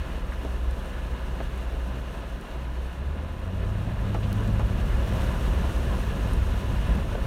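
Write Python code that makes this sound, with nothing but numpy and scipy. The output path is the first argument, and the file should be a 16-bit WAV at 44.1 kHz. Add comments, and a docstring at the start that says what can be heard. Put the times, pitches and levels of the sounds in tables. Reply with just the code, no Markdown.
"""A low engine hum and churning water, heard from the cabin of a four-wheel-drive wading a flooded road.
At three seconds the engine picks up and the body booms. Just beyond the floor the tyres throw bubbling
water against the wheel wells, and the spray hisses harder with speed. A few knocks come through the
body; close to the microphone the plastic trim ticks."""
import sys
import numpy as np
from scipy import signal
from scipy.fft import rfft, irfft
from scipy.io import wavfile
from scipy.ndimage import uniform_filter1d

SR = 44100
rng = np.random.default_rng(int(sys.argv[2]) if len(sys.argv) > 2 else 0)


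def transcribe(signal):
    """Save signal, clipped to [-1, 1], as a 16-bit WAV file at the path in sys.argv[1]."""
    frames = np.atleast_2d(signal).T
    limited = np.clip(frames, -1, 1)
    pcm = np.round(limited * 32767).astype(np.int16)
    wavfile.write(sys.argv[1], SR, pcm)


N = 320166

# engine speed: time_s, firing_hz
ENGINE_SPEED = [(0, 63.43), (.7, 61.8), (1.3, 60.32), (1.7, 60.7), (2.3, 58.3), (2.92, 63.3), (3.12, 73),
                (3.36, 81.4), (3.73, 101.2), (3.95, 104.3), (4.15, 102.5), (4.47, 105.3), (5.05, 103.8),
                (5.4, 100.8), (6.05, 99.24), (6.7, 100.1), (7.26, 97.5)]
# water thrown by the tyres, relative to the slow pace: time_s, flow_db
WATER_FLOW = [(0, 0.5), (.5, 0.4), (1.6, 0.3), (2.3, -0.3), (2.9, -1.5), (3.4, -1.5), (3.8, -0.1),
              (4.3, 1.76), (4.75, 2.5), (5.22, 5), (5.7, 4.5), (6.25, 4), (6.6, 3.5), (7.26, 3)]
# resonances of the wheel wells and floor: centre_hz, width_hz, lift_db
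PANEL_RESONANCES = [(371, 51, 5), (533, 64, 5.5), (653, 88, 4), (774, 63, -3.5), (1008, 58, 5),
                    (1160, 50, -1), (1244, 55, 1.5), (1280, 46, -1), (1466, 100, 2.5), (1675, 100, 5),
                    (1757, 53, 4), (2350, 93, -8), (2440, 55, 4.5), (2560, 67, 3), (2817, 160, 6.5),
                    (3015, 110, 4), (3140, 120, -4.5), (4180, 110, -3.5), (4340, 140, 4.5)]


def engine(wobble=0.004, lump_db=0.95, growl_db=-11, throb_db=6, fast_hz=104.5):
    """Low crank orders pass the bulkhead; speed brings out overtones and a growl throbbing once a turn."""
    orders = [(1.5, -17), (2, -12), (3, -0.5), (4, -27), (5.5, -19.5), (6, -14.5), (7.5, -29), (9, -24)]  # tones at the fast_hz firing rate: cycles_per_turn, relative_db
    load = [(0, -33), (.15, -33), (.33, -29), (.44, -34), (.57, -29), (.8, -31.5), (.9, -46), (1, -30),
            (1.2, -35), (1.42, -29), (1.58, -32), (1.85, -28.5), (2.1, -34.5), (2.3, -42), (2.52, -37),
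            (2.68, -31), (2.87, -30), (2.94, -39), (3.02, -29.5), (3.2, -30), (3.37, -36.5), (3.6, -30.5),
            (3.82, -30), (3.98, -36.5), (4.18, -28), (4.55, -29), (4.76, -36), (5.15, -31), (5.4, -41),
            (5.75, -41), (6.35, -35), (6.7, -34), (6.88, -34), (7.26, -44)]  # engine load, as the gain of hum and growl: time_s, gain_db
    growl_spectrum = [(110, -12), (145, -1), (182, 0.5), (207, -3.5), (245, -13.5), (380, -31)]  # frequency_hz, relative_db
    firing_hz = curve(ENGINE_SPEED)
    turns = np.cumsum(firing_hz * (1 + wobble * walk(12))) / SR / 3  # six cylinders: three firings a turn
    overtone_db = 13 * np.log2(firing_hz / fast_hz)
    hum = 0
    for order, db in orders:
        above_firing = order > 3
        phase = 2 * np.pi * (order * turns + rng.random())
        hum = hum + undb(db + above_firing * overtone_db + lump_db * walk(15)) * np.sin(phase)
    throb = undb(throb_db * np.sin(2 * np.pi * turns))
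    growl = unit(colour(rng.standard_normal(N), growl_spectrum) * throb)
    return (np.sqrt(2) * hum + growl * undb(growl_db + overtone_db)) * undb(curve(load))


def body(swell_s=0.109, slap_db=1.1, boom_bump_share=0.67):
    """The road shakes the chassis and booms the cabin air, more at bumps; water drums on the floor."""
    shake_spectrum = [(14, -42), (22, -10), (31, -2), (42, 7), (50, 2), (60, -6), (80, -14.5), (120, -28.5)]  # chassis: frequency_hz, relative_db
    boom_spectrum = [(30, -21), (41, -8), (52, 3), (59, 7.5), (68, 2), (82, -6), (110, -18), (200, -38)]  # cabin air: frequency_hz, relative_db
    drum_spectrum = [(55, -2), (85, -1.5), (125, 5), (158, -1.5), (185, 3), (215, -2), (260, -5.5),
                     (320, -15), (480, -12)]  # floor: frequency_hz, relative_db
    bumps = [(0.224, 0.16, 6.5), (0.723, 0.2, 6.5), (1.063, 0.13, 6), (2.203, 0.36, 0), (3.66, .16, 5),
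             (4.686, 0.32, 5.5), (4.935, 0.12, 7.5), (5.53, 0.14, 5), (5.88, 0.35, 2.5), (6.41, 0.23, 6.5),
             (6.91, 0.2, 8.5)]  # bumps in the drowned road: crest_s, length_s, shake_lift_db
    t = np.arange(N) / SR
    bump_db = sum(db * np.exp(-(2 * (t - crest_s) / length_s) ** 2) for crest_s, length_s, db in bumps)
    shake = rumble(shake_spectrum, swell_s) * undb(driven_db(-37, per_flow=0.96, per_doubling_db=2))
    boom = rumble(boom_spectrum, swell_s) * undb(driven_db(-41.5, per_flow=0.88, per_doubling_db=11.5))
    drum = colour(drops(per_second=1500, spread_db=2.0), drum_spectrum)
    drum *= undb(driven_db(-42.5, per_flow=0.85, per_doubling_db=6.7) + slap_db * walk(14))
    return shake * undb(bump_db) + boom * undb(boom_bump_share * bump_db) + drum


def water(split_hz=1100):
    """Sheets of water churn against the wheel wells; fine spray hisses and patters above them."""
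    wash_spectrum = [(180, -1.5), (290, 2.5), (420, -4), (600, -2.5), (800, -3), (1200, -4.5), (1700, -9),
                     (2000, -11), (2300, -11), (3000, -15.5), (4000, -18), (4900, -31.5), (7000, -50)]  # frequency_hz, relative_db
    spray_spectrum = [(3000, 9), (4900, -2), (5600, 1.5), (6700, -0.5), (7700, -4), (9000, 0), (10400, -7),
                      (11000, -4), (11900, -6.5), (12800, -3.5), (13500, -11), (14400, -5.5), (15700, -13)]  # frequency_hz, relative_db
    surge_db = 0.31 * walk(18)  # wash and spray waver together
    splashes = colour(drops(per_second=12000, spread_db=2.26), wash_spectrum, PANEL_RESONANCES)
    gurgle = signal.sosfiltfilt(signal.butter(2, split_hz, fs=SR, output="sos"), splashes)
    rush = splashes - gurgle
    wash = gurgle * undb(0.58 * walk(45)) + rush * undb(0.93 * walk(40))  # each flutters on its own
    mist = rng.standard_normal(N) + undb(-9.5) * drops(per_second=270, spread_db=2.0)
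    spray = colour(mist, spray_spectrum) * undb(0.78 * walk(40))
    wash_db = driven_db(-42.5, per_flow=0.96)
    spray_db = driven_db(-56.5, per_flow=1.526, per_doubling_db=-0.29)
    return wash * undb(wash_db + surge_db) + spray * undb(spray_db + surge_db)


def bubbles(count=1500, centre_hz=818.4, spread_oct=1.204, decay_cycles=5.8, rise=0.16, spread_db=1.5):
    """Air trapped by the tyres rings as short, rising bubbles of many sizes, louder as the flow grows."""
    out, t = np.zeros(N), np.arange(SR // 12) / SR
    for when, pitch_draw, level_draw in rng.random((count, 3)):
        hz = centre_hz * 2 ** (spread_oct * (2 * pitch_draw - 1))
        decay = np.exp(-t * hz / decay_cycles)
        phase = 2 * np.pi * np.cumsum(hz * (1 + rise * (1 - decay))) / SR
        db = -spread_db * np.log(max(level_draw, .03))  # many faint, a few louder
        add(out, when * N / SR, undb(db) * decay * np.sin(phase))
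    return colour(out, [(250, 0), (2200, 0)], PANEL_RESONANCES) * undb(driven_db(-49.5, per_flow=0.94))


def sloshes(band_ratio=1.38):
    """Now and then the bow wave washes along a panel and falls away."""
    waves = [(0.329, 0.034, -43, 1470), (0.452, 0.064, -34, 181), (1.731, 0.036, -40, 366),
             (3.63, 0.089, -42.5, 450), (4.24, 0.028, -46, 2840), (4.41, 0.056, -43, 906),
             (4.485, 0.07, -32.5, 150), (4.86, 0.062, -36, 161), (4.92, 0.08, -44.5, 1496),
             (5.015, 0.079, -38.5, 643.6), (5.202, 0.31, -46, 799), (5.66, .12, -46, 1000),
             (5.934, .035, -40, 849), (6.84, 0.094, -48, 2606), (6.95, 0.15, -33.5, 149),
             (7.15, 0.059, -41, 479)]  # crest_s, length_s, level_db, centre_hz
    out, t = np.zeros(N), np.arange(SR // 2) / SR
    middle_s = t.mean()
    for crest_s, length_s, db, hz in waves:
        band = [(hz / band_ratio ** 2, -10), (hz, 0), (hz * band_ratio, -3), (hz * band_ratio ** 2, -18)]
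        wave = colour(rng.standard_normal(len(t)), band, PANEL_RESONANCES)
        swell = np.exp(-(2 * (t - middle_s) / length_s) ** 2)
        add(out, crest_s - middle_s, undb(db) * wave * swell)
    return out


def knocks(clack_s=0.016):
    """Each blow and its rebound ring the damped body modes under a short clack."""
    # blows on the body: start_s, level_db, contact_s, clack_db, rebound_after_s, rebound_db
    blows = [(0.4503, -22.5, .0006, -13, .0085, -9), (1.4045, -19.5, 0.00053, -20, .0075, -5),
             (4.1446, -24, .0002, -2, 0.0033, -1.5), (4.5958, -21, 0.0006, -5, 0.0089, -5),
             (5.641, -24, 0.00095, -5.5, .013, -1), (7.147, -27, 0.00062, -3, 0.0066, 0)]
    modes = [(225, -8, 0.11), (380, -5, 0.088), (485, 3.5, 0.035), (650, 5, 0.039), (820, 2.5, 0.022),
             (1080, -4, 0.018), (2060, -3, 0.022)]  # ringing of the body: pitch_hz, relative_db, t60_s
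    clack_spectrum = [(500, 16.5), (1100, 9.5), (2150, -2.0), (3000, -3), (4500, -19), (7000, -24)]
    out, t = np.zeros(N), np.arange(SR // 5) / SR
    for start_s, db, contact_s, clack_db, rebound_s, rebound_db in blows:
        for delay_s, blow_db in ((0, db), (rebound_s, db + rebound_db)):
            ring = 0
            for hz, mode_db, t60_s in modes:
                size = undb(mode_db) / (1 + (hz * contact_s) ** 4)  # a longer contact is duller
                struck_hz = hz * (1 + .04 * rng.standard_normal())
                ring = ring + size * np.exp(-np.log(1000) * t / t60_s) * np.sin(2 * np.pi * struck_hz * t)
            clack = colour(rng.standard_normal(len(t)), clack_spectrum) * np.exp(-t / clack_s)
            knock = ring / np.abs(ring).max() + .5 * undb(clack_db) * clack
            add(out, start_s + delay_s, undb(blow_db) * knock)
    return out


def trim_ticks(ring_hz=9200, ring_s=0.0028):
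    """Plastic trim near the microphone snaps with a thin, brief ring; softer contacts lack the top."""
    contacts = [(0.7102, -40, .002, -12, 10500), (0.8575, -47, .002, -4, 11000),
                (1.0362, -49, .002, -7, 10000), (1.578, -47, 0.0019, -8, 10000),
                (2.411, -45, .002, -7, 13000), (4.329, -26, 0.0004, -22, 19030),
                (4.406, -42, 0.0015, -14, 8000), (4.476, -42, .002, -10, 10000),
                (6.334, -36.5, 0.003, -3, 11000), (6.9525, -46, 0.0021, -4, 11000)]  # start_s, snap_peak_db, decay_s, ring_relative_db, top_hz
    snap_spectrum = [(3200, -28), (3700, -9), (4100, 9), (4600, -3), (5400, 0), (7000, -1), (9200, 0),
                     (12000, 2), (16000, 0)]  # frequency_hz, relative_db
    out, t = np.zeros(N), np.arange(-SR // 20, SR // 20) / SR
    struck = t >= 0
    for start_s, db, decay_s, ring_db, top_hz in contacts:
        burst = rng.standard_normal(len(t)) * struck * np.exp(-np.abs(t) / decay_s)
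        snap = signal.sosfilt(signal.butter(2, top_hz, fs=SR, output="sos"), colour(burst, snap_spectrum))
        hz = ring_hz * (1 + 0.02 * rng.standard_normal())
        ring = np.sin(2 * np.pi * hz * t) * struck * np.exp(-np.abs(t) / ring_s)
        add(out, start_s + t[0], undb(db) * (snap / np.abs(snap).max() + undb(ring_db) * ring))
    return out


def driven_db(base_db, per_flow, per_doubling_db=0, slow_hz=58.3):
    """A layer's level: per_flow dB for each dB of flow, per_doubling_db as the engine speed doubles."""
    doublings = np.log2(curve(ENGINE_SPEED) / slow_hz)
    return base_db + per_flow * curve(WATER_FLOW) + per_doubling_db * doublings


def rumble(spectrum, swell_s):
    """Low noise that throbs quickly but holds its strength over spans longer than swell_s."""
    noise = colour(rng.standard_normal(N), spectrum)
    return noise / np.sqrt(uniform_filter1d(noise ** 2, int(swell_s * SR)))


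def drops(per_second, spread_db):
    """Impacts at random moments, many small and a few large; rms 1."""
    hit = rng.random(N) < per_second / SR
    size = undb(spread_db * np.minimum(rng.exponential(size=N), 5))
    return unit(hit * size * rng.choice([-1, 1], N))


def colour(x, spectrum, resonances=()):
    """Filter by a spectrum (frequency_hz, relative_db) with resonant humps and dips on top; rms 1."""
    f = np.arange(len(x) // 2 + 1) * SR / len(x) + 1e-3
    hz, db = np.transpose(spectrum)
    gain_db = np.interp(np.log(f), np.log(hz), db)
    for centre_hz, width_hz, lift_db in resonances:
        gain_db = gain_db + lift_db / (1 + (2 * (f - centre_hz) / width_hz) ** 2)
    skirts = np.minimum(1, np.minimum(f / hz[0], hz[-1] / f)) ** 2  # 12 dB an octave beyond the ends
    return unit(irfft(rfft(x) * undb(gain_db) * skirts, len(x)))


def walk(rate_hz):
    """Random levels held for 1 / rate_hz seconds and smoothed twice; rms 1."""
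    hold = int(SR / rate_hz)
    steps = rng.standard_normal(N)[np.arange(N) // hold]
    return unit(uniform_filter1d(uniform_filter1d(steps, hold), hold))


def curve(table):
    """Rows of (time_s, value) as one value per sample."""
    return np.interp(np.arange(N) / SR, *np.transpose(table))


def add(track, start_s, sound):
    """Mix a sound into the track at start_s."""
    i = int(start_s * SR)
    track[i:i + len(sound)] += sound[:N - i]


def undb(db):
    """Decibels to gain."""
    return 10 ** (np.asarray(db) / 20)


def unit(x):
    """Scale to an rms of 1."""
    return x / np.sqrt(np.mean(x ** 2))


def scene():
    """Everything at one microphone behind the windscreen."""
    return (engine() + body() + water() + bubbles() + sloshes() + knocks() + trim_ticks())[None]


def record(dry):
    """The recorder cuts the top above 15.8 kHz."""
    return signal.sosfilt(signal.ellip(10, .1, 80, 15800, fs=SR, output="sos"), dry)


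dry = scene()
out = record(dry)
transcribe(out)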